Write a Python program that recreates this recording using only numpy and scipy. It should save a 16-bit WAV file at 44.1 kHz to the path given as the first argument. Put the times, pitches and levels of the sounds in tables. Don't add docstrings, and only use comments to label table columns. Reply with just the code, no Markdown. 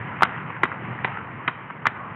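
import sys
import numpy as np
from scipy import signal
from scipy.fft import rfft, irfft
from scipy.io import wavfile
from scipy.ndimage import uniform_filter1d

SR = 44100
rng = np.random.default_rng(int(sys.argv[2]) if len(sys.argv) > 2 else 0)


def log_audio(samples):
    frames = np.atleast_2d(samples).T
    limited = np.clip(frames, -1, 1)
    pcm = np.round(limited * 32767).astype(np.int16)
    wavfile.write(sys.argv[1], SR, pcm)


N = 94815


def undb(db):
    return 10 ** (np.asarray(db) / 20)


def unit(x):
    return x / np.sqrt(np.mean(x ** 2))


def unit_peak(x):
    return x / np.abs(x).max()


def colour(x, points):
    hz, db = np.array(points).T
    f = np.maximum(np.fft.rfftfreq(len(x), 1 / SR), 1)
    gain = undb(np.interp(np.log(f), np.log(hz), db))
    return unit(irfft(rfft(x) * gain, len(x)))


def drift(rate_hz):
    hold = int(SR / rate_hz)
    steps = np.repeat(rng.standard_normal(N // hold + 1), hold)
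    return 0.92 * uniform_filter1d(uniform_filter1d(steps, hold), hold)[:N]


def fade_in(t, rise_s):
    return 1 - np.exp(-(t / rise_s) ** 2)


def add(out, start_s, x):
    i = int(start_s * SR)
    out[i:i + len(x)] += x[:len(out) - i]


def ring(modes, boost_db, stretch, t):
    hz, db, fade_s = np.array(modes).T[:, :, None]
    scatter, detune, phase = rng.standard_normal((3, len(hz), 1))
    gain = undb(db + boost_db + 1.5 * scatter - 60 * t / (fade_s * stretch))
    tones = np.sin(2 * np.pi * (hz * (1 + 0.017 * detune) * t + phase))
    return (gain * tones).sum(0)


def rumble(t):
    # f/Hz, level/dB
    spectrum = [(20, 8), (45, -3.5), (72, -11.5), (95, -4.5), (128, 1), (165, -4.5), (210, -6.5),
                (270, -13), (400, -19.5), (700, -30), (2000, -50.5)]
    # t/s, relative level/dB
    swell = [(0, -35), (.3, -36.5), (.47, -36), (.6, -39.5), (.75, -39), (.9, -31.5), (1.08, -39),
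             (1.35, -37), (1.55, -42.5), (1.85, -40.5), (2.15, -40.5)]
    level_db = np.interp(t, *np.array(swell).T) + 5.5
    return colour(rng.standard_normal(N), spectrum) * undb(level_db)


def reflections(x):
    near_db, near_s, far_db, far_s = -17.5, 0.017, -18.5, 0.064
    t = np.arange(SR // 2) / SR
    near, far = rng.standard_normal((2, len(t))) * fade_in(t, rise_s=0.0047)
    echo = undb(near_db) * unit(near * np.exp(-t / near_s))
    echo += undb(far_db) * unit(far * np.exp(-t / far_s))
    return signal.fftconvolve(x, echo / np.sqrt(len(t)))[:N]


def scrubs():
    # start t/s, length/s, level/dB, start f/Hz, end f/Hz
    slides = [(1.069, 0.072, -39.5, 715, 955), (1.104, .13, -41, 1300, 1350), (1.378, .06, -40, 1095, 1010),
              (1.931, 0.23, -41.5, 1146, 1108)]
    width_hz = 230
    smooth = signal.butter(2, width_hz / 2, fs=SR, output="sos")
    out = np.zeros(N)
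    for start_s, length_s, db, start_hz, end_hz in slides:
        progress = np.linspace(0, 1, int(length_s * SR))
        slip = signal.sosfilt(smooth, rng.standard_normal((2, N)))[:, -len(progress):]
        phase = 2 * np.pi * np.cumsum(start_hz + (end_hz - start_hz) * progress) / SR
        singing = slip[0] * np.cos(phase) + slip[1] * np.sin(phase)
        add(out, start_s, undb(db) * unit(singing * np.sin(np.pi * progress)))
    return out


def rolling(t):
    # f/Hz, level/dB
    spectrum = [(150, -28.5), (300, -1.5), (450, -2.5), (620, -3.5), (800, 0), (1000, 4), (1300, 1),
                (1600, -0.5), (2000, -0.5), (2450, -8.5), (3050, -15.5), (3600, -37.5), (4400, -53)]
    # t/s, level before the tilt/dB, tilt towards treble/(dB per octave)
    push = [(0, -36, 0.5), (.2, -35, 1.5), (.35, -34.5, 2), (.55, -37, 0), (0.751, -35.5, -1),
            (.98, -36, 1), (1.1, -35, 4), (1.199, -37, 0), (1.3, -37, 0), (1.418, -39, 0),
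            (1.559, -39.5, 2.5), (1.699, -40, 0.5), (1.8, -40, 0), (1.92, -38.5, 0), (2.05, -38, 0),
            (2.15, -39.5, 1.5)]
    times, db, tilt = np.array(push).T
    grains_per_s, spread_db, grit_db, flicker_db = 900, 2.5, -2, 1.9
    grit = (rng.random(N) < grains_per_s / SR) * rng.choice([-1, 1], N)
    grit = grit * undb(spread_db * np.minimum(rng.exponential(size=N), 5))
    road = rfft(colour(rng.standard_normal(N) + undb(grit_db) * unit(grit), spectrum))
    hz = np.maximum(np.fft.rfftfreq(N, 1 / SR), 1)
    octave = np.clip(np.log2(hz / 1300), -2, 2)
    out = np.zeros(N)
    for centre in np.arange(-4, 5) / 2:
        band = irfft(road * np.maximum(1 - 2 * abs(octave - centre), 0), N)
        out += band * undb(centre * np.interp(t, times, tilt) + flicker_db * drift(rate_hz=27.56))
    return out * undb(np.interp(t, times, db))


def wheel_hit(centre_hz, stretch, t):
    # f/Hz, level/dB, time to fade by 60 dB/s
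    modes = [(807, -7, 0.025), (926, 0, 0.024), (1066, -2.5, 0.026), (1254, -5, .02), (1382, 4.5, 0.011),
             (1525, -3.5, 0.013), (1752, -2, 0.02), (1992, 0.5, 0.022), (2298, -0.5, 0.011),
             (2826, -9, 0.0091), (3330, -14.5, 0.0082)]
    # f/Hz, level/dB
    spectrum = [(100, -24), (300, -10.5), (600, -5.5), (1000, -3), (2000, -1.5), (3000, -6.5),
                (4000, -13.5), (6000, -37.5)]
    crunch_db, crunch_s = -8, 0.0061

    def focus_db(hz, octaves):
        return -20 * np.log10(1 + (np.log2(hz / centre_hz) / octaves) ** 2)

    attack = fade_in(t, rise_s=0.00056)
    ringing = ring(modes, focus_db(np.array(modes)[:, :1], octaves=0.34), stretch, t) * attack
    focused = [(hz, db + focus_db(hz, octaves=1.42)) for hz, db in spectrum]
    crunch = colour(rng.standard_normal(len(t)), focused) * np.exp(-t / (crunch_s * stretch)) * attack
    return unit_peak(unit_peak(ringing) + undb(crunch_db) * unit_peak(crunch))


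def ticks(t):
    # t/s, peak before the treble cut/dB, centre f/Hz
    hits = [(.292, -22, 1487), (.382, -24, 1200), (.502, -18.5, 1250), (0.565, -25, 1700),
            (.716, -18, 1500), (0.725, -20.5, 1400), (.988, -21, 1814), (1.1717, -16.5, 1400),
            (1.494, -24, 1520), (1.701, -21, 1250), (1.706, -20.5, 1304)]
    treble_cut = signal.butter(4, 2560, fs=SR, output="sos")
    out = np.zeros(N)
    for start_s, db, hz in hits:
        add(out, start_s, undb(db) * signal.sosfilt(treble_cut, wheel_hit(hz, stretch=0.62, t=t)))
    return out


def boot_thump(t):
    # f/Hz, level/dB, time to fade by 60 dB/s
    modes = [(166, 5, 0.031), (239, 1, 0.038), (372, 2, 0.034), (472, -2.5, 0.0084)]
    return unit_peak(ring(modes, boost_db=0, stretch=1, t=t) * fade_in(t, rise_s=0.0013))


def landings(t):
    # t/s, peak/dB, centre f/Hz, stretch factor, thump relative to the wheel hit/dB
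    hits = [(0.2078, -14.5, 1100, 1.1, -16), (0.2215, 0, 960, 1.05, -21), (0.2311, -5, 1400, 1.4, -21),
            (0.2321, -1.5, 1300, 0.88, -16.5), (0.2507, -15, 1100, 0.77, -28.5),
            (0.6324, -5, 2000, 0.67, -13), (.6345, -3.5, 1300, 0.58, -16), (0.638, -7.5, 1500, 1.06, -8.5),
            (.6440, -25, 1980, 1.3, -25.5), (0.6529, -13, 1400, .7, -27), (1.0449, -7, 2350, 0.9, -12),
            (1.0490, -12.5, 780, 0.58, -12.5), (1.0750, -20.5, 780, 1, -16.5),
            (1.4766, -10, 1400, 0.97, -13), (1.4780, -5.5, 2050, 0.91, -24),
            (1.4810, -12.5, 1270, 1.4, -18), (1.8548, -7.5, 1100, 0.99, -28.5), (1.8640, -15, 1600, 1, -13),
            (1.8680, -.5, 1500, 0.83, -21), (1.8748, -20, 2000, 1.3, -28.5)]
    out = np.zeros(N)
    for start_s, db, hz, stretch, thump_db in hits:
        thump = undb(thump_db) * boot_thump(t)
        knock = wheel_hit(hz, stretch, t) + thump
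        add(out, start_s, undb(db) * unit_peak(knock))
    return out


def scene():
    t = np.arange(N) / SR
    hit_t = t[:SR // 10]
    knocks = landings(hit_t) + ticks(hit_t)
    return (knocks + reflections(knocks) + rolling(t) + scrubs() + rumble(t))[None]


def record(dry):
    bass_cut = signal.butter(3, 103.7, "high", fs=SR, output="sos")
    treble_cut = signal.butter(14, 3755, fs=SR, output="sos")
    top_cut = signal.ellip(8, 0.2, 70, 16000, fs=SR, output="sos")
    narrow = signal.sosfilt(treble_cut, signal.sosfilt(bass_cut, dry))
    clipped = np.clip(narrow, -0.71, 0.71)
    return signal.sosfilt(top_cut, clipped)


dry = scene()
out = record(dry)
log_audio(out)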